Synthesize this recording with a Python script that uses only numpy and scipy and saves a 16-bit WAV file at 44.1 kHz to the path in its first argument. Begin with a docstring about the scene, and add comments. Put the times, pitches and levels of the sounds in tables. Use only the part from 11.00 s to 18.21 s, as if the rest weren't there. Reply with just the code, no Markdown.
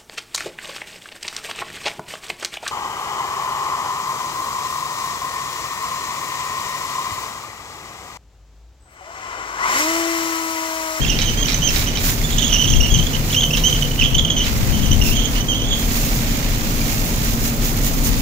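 """Squeaky palm on a windscreen

A palm presses vinyl lettering onto a bus windscreen in an open workshop yard.
The skin sticks and slips about 3000 times a second: clean squeaks, rough chirps and snags that ring
the pane, over the noise of rubbing; then dry strokes only. Around it are shaped noise for the yard,
wavering sines for a humming machine and a distant drone, and low noise for air on the microphone."""
import sys
import numpy as np
from scipy import signal
from scipy.fft import rfft, irfft, next_fast_len
from scipy.io import wavfile
from scipy.ndimage import uniform_filter1d

SR = 44100
rng = np.random.default_rng(int(sys.argv[2]) if len(sys.argv) > 2 else 0)


def master(y):
    """Save y as 16-bit WAV."""
    cut = np.clip(np.atleast_2d(y).T, -1, 1)
    pcm = np.round(cut * 32767)  # scale
    wavfile.write(sys.argv[1], SR, pcm.astype(np.int16))


N = 317961
TIME = np.arange(N) / SR  # s

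# colour of dragging skin, for the rubbing and the scuff in the squeaks: f/Hz, relative level/dB per Hz
RASP_COLOUR = [(700, -4), (1300, 0.5), (2200, 4.5), (3200, 2), (4500, 1), (6000, -1), (7200, -2),
               (8300, -11.5), (16000, -44)]


def from_db(db):
    """Turn decibels into a gain."""
    return 10 ** (np.asarray(db) / 20)


def rms_one(x):
    """Scale to an average (rms) strength of 1."""
    return x / np.sqrt(np.mean(x ** 2) + 1e-20)


def in_time(rows):
    """Read each column of a curve at every sample."""
    s, *columns = np.transpose(rows)
    return [np.interp(TIME, s, c) for c in columns]


def at_hz(points, hz):
    """Read each column of a spectrum along a log-frequency axis."""
    f, *columns = np.transpose(points)
    return [np.interp(np.log(hz), np.log(f), c) for c in columns]


def drift(rate):
    """Smooth random wandering with spread 1; a higher rate wanders faster."""
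    # worked out at an eighth of the sample rate; the first 8000 values let the filter settle
    r = np.exp(-16 * np.pi * rate / SR)
    noise = rng.standard_normal(N // 8 + 8002)
    slow = signal.lfilter([1], [1, -2 * r, r * r], noise)[8000:]
    return np.interp(np.arange(N) / 8, np.arange(len(slow)), rms_one(slow))


def pan(balance_db):
    """Left and right gains of equal total power, from left minus right in dB."""
    gains = from_db(np.atleast_1d(balance_db) * np.array([[.5], [-.5]]))
    return gains / np.sqrt(np.mean(gains ** 2, axis=0))


def white():
    """Unrelated noise in two channels."""
    return rng.standard_normal((2, N))


def coloured(spectrum, excitation):
    """Mix two unrelated noises into a stereo pair with this spectrum and rms 1."""
    # how noise reaches the two ports: f/Hz, likeness -1 to 1, left minus right level/dB
    ports = [(30, 0.99, 10), (70.5, 0.91, -5.5), (129, 1, -1), (297, 0.83, -0.5), (627, 0.57, 0),
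             (1500, -0.47, -6.5), (2370, 0.014, -5.5), (4500, -0.15, -3.5), (6900, 0.16, -8),
             (14300, -0.36, -2)]
    size = next_fast_len(N)
    hz = np.maximum(np.fft.rfftfreq(size, 1 / SR), 1)
    mid, side = rfft(excitation, size)
    alike, balance_db = at_hz(ports, hz)
    alike = np.clip(alike, -1, 1)
    shared = np.sqrt(1 + alike) * mid
    opposed = np.sqrt(1 - alike) * side * [[1], [-1]]
    pair = (shared + opposed) * pan(balance_db)
    level_db, = at_hz(spectrum, hz)
    low_edge = 1 / np.sqrt(1 + (spectrum[0][0] / hz) ** 4)  # fades below the first frequency
    return rms_one(irfft(pair * low_edge * from_db(level_db), size)[:, :N])


def ring(clicks, hz, t60):
    """A unit click starts a sine of height 1 that falls by 60 dB in t60 seconds."""
    r, w = from_db(-60 / (t60 * SR)), 2 * np.pi * hz / SR
    return signal.lfilter([0, np.sin(w)], [1, -2 * r * np.cos(w), r * r], clicks + 1e-18)


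def swell(s, length):
    """A smooth rise and fall around a moment."""
    return np.exp(-2 * ((TIME - s) / length) ** 2)


def yard_rumble(exposure_db):
    """Shaped noise for the yard, following a quarter or so of the exposure in dB."""
    # rumble of the yard: f/Hz, relative level/dB per Hz
    yard_colour = [(20, 7), (35, 5), (60, -2), (110, 0.5), (160, 0.5), (205, -9), (270, -5), (350, -10.5),
                   (500, -12.5), (800, -16.5), (1300, -21), (3000, -34.5), (8000, -80), (16000, -116)]
    return from_db(-23.5 + 0.24 * exposure_db) * coloured(yard_colour, white())


def hum(exposure_db, waver_db, wander, spread):
    """Machine tones that waver a little and reach the two ports at different phases."""
    # machine tones: f/Hz, rms level/dB before exposure and waver
    machine_lines = [(32.3, -25.5), (38.4, -30), (106, -37.5), (220, -36.5), (233, -34), (261, -38.5),
                     (274, -40.5)]
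    out = 0
    for hz, db in machine_lines:
        shade_db = exposure_db * (hz > 100)  # the deepest tones ignore the exposure
        phase = 2 * np.pi * hz * TIME + wander * drift(0.87) + rng.uniform(0, 2 * np.pi)
        port_phase = spread * drift(2.1) * np.array([[1], [-1]])
        out = out + from_db(db + shade_db + waver_db * drift(1.73)) * np.sin(phase + port_phase)
    return np.sqrt(2) * out * pan(balance_db=0.0)


def drone(width_hz, gain_db, throb_db, overtone_hz, overtone_db):
    """A low distant note wavers in pitch and level; ringing noise adds a faint blurred overtone."""
    # the drone's rises and falls: t/s, f/Hz before wavering, level/dB before the gain
    drone_curve = [(1.85, 150, -42), (2.04, 162, -24.5), (2.2, 142.2, -24.5), (2.4, 139.3, -28),
                   (2.52, 156.3, -22.5), (2.66, 167, -25.5), (2.72, 148.5, -23), (2.84, 146.4, -22),
                   (3.02, 131.3, -28.5), (3.27, 165, -25), (3.5, 149, -44)]
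    hz, level_db = in_time(drone_curve)
    phase = 2 * np.pi * np.cumsum(hz + width_hz * drift(15.2)) / SR
    note = rms_one(np.sin(phase) * from_db(throb_db * drift(16)))
    blur = rms_one(ring(rng.standard_normal(N), overtone_hz, t60=0.17))
    return from_db(level_db + gain_db) * (note + from_db(overtone_db) * blur)


def buffeting(gain_db):
    """Low noise of air on the ports, stronger on the left: gusts swell over a faint breeze."""
    # gusts: middle t/s, swell length/s, peak level/dB before the gain
    gusts = [(0, 0.14, -21), (1.76, 0.14, -16), (1.972, 0.088, -15.5), (3.04, 0.06, -19), (3.18, 0.09, -19),
             (3.838, 0.43, -16.5), (7.21, 0.39, -21.5)]
    # colour of the air noise: f/Hz, relative level/dB per Hz
    air_colour = [(20, 0.5), (40, 3), (70, 0.5), (130, -4), (200, -12), (400, -24), (1000, -71)]
    power = from_db(-31.5) ** 2  # the breeze between gusts
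    for s, length, db in gusts:
        power = power + (from_db(db) * swell(s, length)) ** 2
    return from_db(gain_db) * np.sqrt(power) * coloured(air_colour, white()) * pan(balance_db=16.5)


def polishing(count):
    """Evenly paced strokes to and fro, each shorter and with more hiss than the one before."""
    start_s, period_s = 6.262, 0.201
    first_length_s, shortening = 0.093, 0.8
    rasp_db, hiss_db, hiss_rise_db = -37.5, -31.5, 2  # before the gains in rubbing
    return [(start_s + k * period_s, first_length_s * shortening ** k, rasp_db, hiss_db + k * hiss_rise_db)
            for k in range(count)]


def rubbing(rasp_db, hiss_db, grain_db, hiss_grain_db):
    """Skin ridges catch in dense uneven grains; fast sliding adds a finer, brighter hiss."""
    # steady contact of the palm: t/s, rasp level/dB, hiss level/dB (before the gains)
    steady_contact = [(0, -36.5, -37), (0.92, -37.5, -39.5), (1.22, -37, -34), (1.6, -40, -35.5),
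                      (2.15, -37, -36), (2.45, -45, -35.5), (2.7, -36, -33), (3.32, -45, -42),
                      (3.55, -37, -33.5), (3.95, -39, -35), (4.7, -42.5, -40.5), (4.97, -34.5, -28.5),
                      (5.45, -36.5, -34.5), (5.9, -37, -30.5), (6.5, -39.5, -33.5), (7.21, -37.5, -32.5)]
    # single strokes: middle t/s, swell length/s, rasp level/dB, hiss level/dB (before the gains)
    single_strokes = [(0.222, 0.034, -33, -46), (0.507, 0.086, -34, -35), (0.772, 0.12, -31.5, -28.5),
                      (1.075, 0.098, -32, -25), (2.315, 0.083, -36.5, -31.5), (2.576, 0.027, -32.5, -33),
                      (3.472, 0.059, -32.5, -36), (4.082, 0.079, -37.5, -27), (4.353, 0.082, -37.5, -35),
                      (4.803, 0.058, -46, -32.5)]
    # colour of fast sliding: f/Hz, relative level/dB per Hz
    hiss_colour = [(2000, -14), (5000, -7), (6800, -1), (8200, -11), (9300, -7), (11000, -11), (12500, -4),
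                   (15000, 0), (16000, -1)]
    drag, slide = from_db(in_time(steady_contact))
    for s, length, drag_db, slide_db in list(single_strokes) + polishing(count=5):
        stroke = swell(s, length)
        drag = np.hypot(drag, from_db(drag_db) * stroke)
        slide = np.hypot(slide, from_db(slide_db) * stroke)
    drag_noise = coloured(RASP_COLOUR, white() * from_db(grain_db * drift(100)))
    slide_noise = coloured(hiss_colour, white() * from_db(hiss_grain_db * drift(130)))
    return from_db(rasp_db) * drag * drag_noise + from_db(hiss_db) * slide * slide_noise


def snags(release_s, gain_db, crack_db, ticks_per_s):
    """Each snag lets go with a crack, then a dying crackle of small slips, and the pane rings."""
    # the palm snags and lets go: t/s, strength level/dB before crack and crackle gains
    snag_times = [(0.083, -19), (0.1888, -6), (0.2166, -13), (0.4843, -7), (0.499, -17), (0.521, -15),
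                  (0.761, -8), (0.7942, -12.5), (0.9725, -8.5), (1.978, -16), (2.335, -16), (2.572, -10),
                  (3.4437, -16)]
    # ringing tones of the pane: f/Hz, level/dB, time to fall by 60 dB/s
    pane_modes = [(2360, -2, 0.014), (3270, -4, 0.0099), (3845, 0, 0.017), (4370, -1, 0.0082),
                  (5520, 0.5, 0.0089)]
    slips = np.zeros(N)
    ticks = (rng.random(N) < ticks_per_s / SR) * rng.standard_normal(N)
    for s, peak_db in snag_times:
        start = int(s * SR)
        fade = np.exp(-np.minimum((TIME[start:] - s) / release_s, 20))
        slips[start:] += from_db(peak_db + gain_db) * fade * ticks[start:]
        slips[start] += from_db(peak_db + crack_db)
    # neighbouring tones ring with opposite signs
    return sum((-1) ** k * from_db(db) * ring(slips, hz, t60) for k, (hz, db, t60) in enumerate(pane_modes))


def catches(per_s, unevenness):
    """The skin grips and lets go unevenly: progress 0-1 through each catch, its pitch and strength."""
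    turns = np.cumsum(per_s * np.exp(unevenness * drift(59.43))) / SR
    pitch, strength = rng.standard_normal((4000, 2))[turns.astype(int) % 4000].T
    return turns % 1, pitch, uniform_filter1d(strength, size=40)


def contact(s, length):
    """The samples of one squeak, the way through it from -.5 to .5, and its soft-edged gate."""
    edge_s = .0014  # each fade reaches this far to either side of its end of the squeak
    length = max(length, .005)
    span = slice(max(int((s - edge_s) * SR), 0), int((s + length + edge_s) * SR))
    along = (TIME[span] - s) / length - .5
    gate = np.clip((.5 - abs(along)) * length / (2 * edge_s) + .5, 0, 1)
    return span, along, np.sin(gate * np.pi / 2) ** 2


def grips():
    """Give every squeal, note and chirp as (samples, gate, level dB, pitch Hz, roughness)."""
    # how raggedly the skin grips in the squeals: t/s, roughness 0-1
    ragged_curve = [(.08, .25), (.14, .55), (.29, .35), (1.37, .9), (1.48, .8), (3.4, .5), (4.05, .45),
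                    (4.17, .5), (4.25, .8), (4.57, .35), (4.65, .6), (4.8, .4)]
    # long stuttering squeals of the dragged palm, one curve each: t/s, f/Hz, level/dB before a small cut
    squeal_curves = [
        [(0.067, 3400, -28.5), (0.082, 3200, -25), (0.112, 3050, -24), (0.132, 2560, -28), (0.14, 3000, -32),
         (0.175, 3050, -28)],
        [(0.25, 3076, -26), (0.272, 3110, -29), (0.283, 2974, -21.5), (0.296, 2900, -24), (0.302, 3050, -32),
         (0.312, 3130, -26), (0.33, 2990, -36)],
        [(1.305, 3500, -30), (1.335, 3480, -24), (1.355, 3480, -41), (1.396, 3280, -20), (1.404, 3360, -27),
         (1.422, 3350, -27), (1.437, 3170, -23.5), (1.462, 3300, -27.5), (1.52, 3000, -26.5),
         (1.64, 2980, -27.5), (1.69, 3050, -31), (1.78, 3000, -35)],
        [(3.065, 3150, -28), (3.14, 3060, -35)],
        [(3.355, 3245, -33), (3.372, 3020, -18), (3.386, 3087, -22), (3.41, 3020, -20.5), (3.43, 3140, -26),
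         (3.46, 2970, -34)],
        [(3.724, 3040, -27.5), (3.76, 3030, -31.5), (3.822, 2990, -35), (3.836, 3010, -26), (3.9, 2970, -36)],
        [(4.026, 2840, -33), (4.055, 2740, -29), (4.075, 2600, -26), (4.1, 2720, -35), (4.122, 2920, -23),
         (4.15, 3160, -28)],
        [(4.15, 3280, -29), (4.172, 3170, -20), (4.2, 3190, -25.5), (4.225, 3290, -27), (4.262, 3230, -25.5),
         (4.285, 3230, -37)],
        [(4.335, 2680, -40), (4.365, 2860, -33), (4.42, 3080, -32)],
        [(4.545, 3126, -22), (4.565, 3175, -23), (4.595, 3090, -31), (4.63, 3160, -25.5), (4.67, 3315, -33),
         (4.72, 3290, -22), (4.775, 3300, -31), (4.85, 3180, -38)],
    ]
    # even slips sing clean notes: start t/s, length/s, level/dB, middle f/Hz, glide/Hz
    clean_notes = [(0.015, 0.032, -22.5, 3210, 60), (0.374, 0.058, -25, 3220, -2),
                   (.635, .037, -22.5, 3170, -40), (1.239, 0.019, -26, 3500, 192),
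                   (1.595, 0.02, -17.5, 3035, -50), (1.829, 0.02, -18.5, 2946, 102),
                   (1.902, 0.048, -23, 3265, -30), (2.363, 0.036, -16.5, 3130, 200),
                   (2.444, 0.02, -21, 3050, -120), (2.638, 0.049, -15.5, 3100, 218),
                   (4.484, 0.039, -20, 3173, -150)]
    # the skin catches once and chirps: start t/s, length/s, middle level/dB, middle f/Hz
    single_chirps = [(.048, 0.0057, -18.5, 2800), (0.097, .009, -19, 2870), (0.113, 0.0072, -23, 2740),
                     (.126, .008, -26, 2510), (0.147, 0.0076, -24, 2850), (0.217, .008, -18, 3000),
                     (0.427, 0.0089, -21.5, 3080), (0.452, 0.009, -22.5, 2980), (.528, .005, -30, 3080),
                     (0.543, .007, -27.5, 2940), (0.62, .014, -20, 2910), (.672, 0.0077, -18.5, 2960),
                     (.686, 0.012, -22, 2770), (0.869, .009, -24, 3000), (0.88, .01, -24, 2970),
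                     (0.902, .008, -31, 2950), (0.953, .012, -23.5, 3040), (1.382, 0.0065, -16.5, 3100),
                     (1.423, 0.0091, -17, 2977), (1.506, .009, -25, 2940), (1.523, .011, -15.5, 2945),
                     (1.536, .008, -21, 2760), (1.543, 0.0097, -19, 3060), (1.557, 0.014, -18.5, 2904),
                     (1.583, 0.0098, -23, 3090), (1.619, 0.0091, -16.5, 2990), (1.632, .014, -21, 3026),
                     (1.648, 0.015, -23, 2910), (1.673, .009, -25, 3300), (1.684, 0.011, -21.5, 3170),
                     (1.701, 0.011, -19.5, 3030), (1.72, 0.011, -22.5, 3240), (1.734, 0.006, -17.5, 2850),
                     (1.757, 0.018, -23, 3190), (1.804, .013, -18, 2853), (1.851, 0.013, -21.5, 2870),
                     (1.88, 0.011, -22, 2980), (1.941, .009, -17, 3090), (1.953, 0.0073, -17, 3040),
                     (1.962, .007, -20, 2950), (1.988, .013, -18.5, 3064), (2.023, .007, -21, 3210),
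                     (2.066, .006, -22, 3300), (2.131, .011, -25, 3050), (2.147, 0.0084, -21, 3020),
                     (2.304, 0.008, -23, 2970), (2.328, 0.0062, -20, 3350), (2.345, .007, -15, 2860),
                     (2.405, 0.009, -16.5, 3280), (2.421, 0.0066, -13.5, 3085), (2.431, .012, -13, 3047),
                     (2.506, 0.011, -22, 2730), (2.532, 0.013, -18, 3100), (2.547, .007, -19.5, 2790),
                     (2.57, 0.011, -18.5, 3074), (2.692, 0.01, -21, 3080), (2.726, .0075, -15.5, 3070),
                     (2.748, 0.02, -22, 3070), (2.823, .01, -16, 2926), (2.851, 0.012, -27, 2894),
                     (2.911, 0.0095, -24, 3000), (2.978, .009, -27, 2950), (2.991, .013, -15.5, 3067),
                     (3.01, 0.0074, -14, 2880), (3.02, 0.0065, -12.5, 2690), (3.029, 0.0071, -16, 3010),
                     (3.038, .006, -15.5, 3253), (3.048, 0.0063, -15.5, 3195), (3.057, .006, -13.5, 3070),
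                     (3.145, 0.014, -15, 3040), (3.182, 0.017, -13.5, 3320), (3.249, 0.0074, -15, 3100),
                     (3.28, 0.013, -25, 2970), (3.301, .007, -12, 3250), (3.31, .017, -22.5, 3150),
                     (3.913, 0.0075, -17.5, 3020), (3.924, 0.01, -20, 3090), (4.014, .012, -18, 2880),
                     (4.359, 0.0089, -26, 2890), (4.377, .008, -25, 3070), (4.399, 0.014, -24, 3030),
                     (4.525, 0.015, -23, 3026), (4.728, 0.011, -18.5, 3115), (5.812, 0.0072, -25, 2330)]
    ragged = np.clip(in_time(ragged_curve)[0], 0, 1)
    for curve in squeal_curves:
        s, hz, db = np.transpose(curve)
        span, along, gate = contact(s[0], s[-1] - s[0])
        level_db = np.interp(TIME[span], s, db) - 0.5
        yield span, gate, level_db, np.interp(TIME[span], s, hz), ragged[span]
    for s, length, db, hz, glide_hz in clean_notes:
        span, along, gate = contact(s, length)
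        arch_hz = 60 * (2 * along) ** 2  # the ends sag below the middle
        yield span, gate, db, hz + glide_hz * along - arch_hz, .035
    for s, length, db, hz in single_chirps:
        glide_hz = -60 - 18 * (db + 19.5)  # louder chirps fall further; the faintest rise
        span, along, gate = contact(s, length)
        yield span, gate, db + 0.5 * along, hz + glide_hz * along, .32  # grows by half a dB


def squeaks(step_hz, fall_hz, jitter_hz, flutter_db, dip, bite_db, scrape_db, patch_db, patch_above_hz,
            scuff_db):
    """Stick-slip tone: rough grips break into falling catches, with chattering skin patches and scuff."""
    # octave partial as the hand moves over the pane: t/s, level/dB against the tone, before its bite
    octave_curve = [(0.03, -9.5), (0.15, -5), (0.29, -3), (0.4, -4.5), (0.54, 7), (0.62, -2), (0.68, 2),
                    (0.88, -2.5), (1.4, -3.5), (1.6, -5), (1.8, -3.5), (1.86, -9), (1.93, -4.5),
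                    (2.4, -8.5), (2.67, -4.5), (2.75, -12.5), (3.0, -15), (3.35, -8.5), (4.05, -5.5),
                    (4.5, -9)]
    out = np.zeros(N)
    progress, step, strength = catches(per_s=125, unevenness=.35)
    wobble, grit, bite = drift(144), drift(500), drift(77)
    # nearby patches of skin chatter just above the squeak's pitch
    patches = (drift(350) + 1j * drift(270)) * np.exp(2j * np.pi * patch_above_hz * TIME)
    scuff = from_db(scuff_db) * coloured(RASP_COLOUR, white())[0]
    octave_db, = in_time(octave_curve)
    for span, gate, level_db, pitch, rough in grips():
        some_rough = np.sqrt(rough)
        catch_hz = step_hz * step[span] + fall_hz * (.5 - progress[span])
        pitch = pitch + rough * catch_hz + some_rough * jitter_hz * wobble[span]
        phase = 2 * np.pi * np.cumsum(pitch) / SR
        # the tone weakens at both ends of each catch
        release = 1 - np.minimum(dip * some_rough, 1) * (1 - np.sin(np.pi * progress[span]))
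        grip = gate * rms_one(release * from_db(flutter_db * some_rough * strength[span]))
        octave = from_db(octave_db[span] + bite_db * some_rough * bite[span])
        tone = np.sin(phase) + octave * np.sin(2 * phase)
        scrape = 1 + from_db(scrape_db) * rough * grit[span]
        chatter = from_db(patch_db) * some_rough * np.imag(patches[span] * np.exp(1j * phase))
        chatter = chatter + rough * scuff[span]
        out[span] += np.sqrt(2) * from_db(level_db) * (grip * tone * scrape + gate * chatter)
    return out


def reflections(x, t60, count=60):
    """Sparse echoes from nearby bodywork and ground, different at each port."""
    delays = rng.uniform(.002, .12, (2, count))  # s
    response = np.zeros((2, SR // 4))
    for side, late in zip(response, delays):
        side[(late * SR).astype(int)] = rng.choice([-1, 1], count) * from_db(-60 * late / t60)
    response /= np.sqrt(np.sum(response ** 2, axis=1, keepdims=True))
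    return signal.fftconvolve(x[None], response, axes=1)[:, :N]


def scene():
    """The hand, right of centre, with its echoes, over the noises of the yard."""
    # turning the microphone downwards lets in more machine, except its deepest tones: t/s, level/dB
    exposure_curve = [(0, -1), (2.8, -2.5), (4.2, 1.5), (5.4, 2), (7.2, 2)]
    # where the hand is heard: t/s, left minus right level/dB, left lead/ms
    hand_place = [(0, -11.5, 0.028), (2.0, -10, 0.041), (2.4, -3, 0.026), (2.8, -11, 0.023),
                  (3.4, -5.5, 0.043), (4.1, -13, 0.087), (4.8, -7, 0.11)]
    exposure_db, = in_time(exposure_curve)
    yard = yard_rumble(exposure_db) + hum(exposure_db, waver_db=2.0, wander=0.74, spread=0.16)
    far = drone(width_hz=5.5, gain_db=-2, throb_db=2.1, overtone_hz=504, overtone_db=-17.5)
    air = buffeting(gain_db=3.0)
    rub = rubbing(rasp_db=8.0, hiss_db=8.0, grain_db=2.0, hiss_grain_db=1.5)
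    glass = snags(release_s=0.022, gain_db=-15, crack_db=-5.5, ticks_per_s=700)
    glass = glass + squeaks(step_hz=168.7, fall_hz=450, jitter_hz=70, flutter_db=2.5, dip=0.88, bite_db=5.0,
                            scrape_db=-10, patch_db=-9.5, patch_above_hz=110, scuff_db=-7.5)
    balance_db, lead_ms = in_time(hand_place)
    early_left = np.interp(TIME + lead_ms / 1000, TIME, glass)
    direct = np.array([early_left, glass]) * pan(balance_db)
    echoes = from_db(-5.5) * reflections(glass, t60=0.36) * pan(balance_db=-7.5)
    return yard + far + air + rub + direct + echoes


def record(dry):
    """Round off the highest peaks, then cut the top steeply."""
    ceiling, cutoff_hz = .93, 15600
    rounded = dry / (1 + (dry / ceiling) ** 8) ** (1 / 8)
    steep_cut = signal.ellip(12, .05, 70, cutoff_hz, fs=SR, output="sos")
    return signal.sosfiltfilt(steep_cut, rounded)


dry = scene()
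out = record(dry)
master(out)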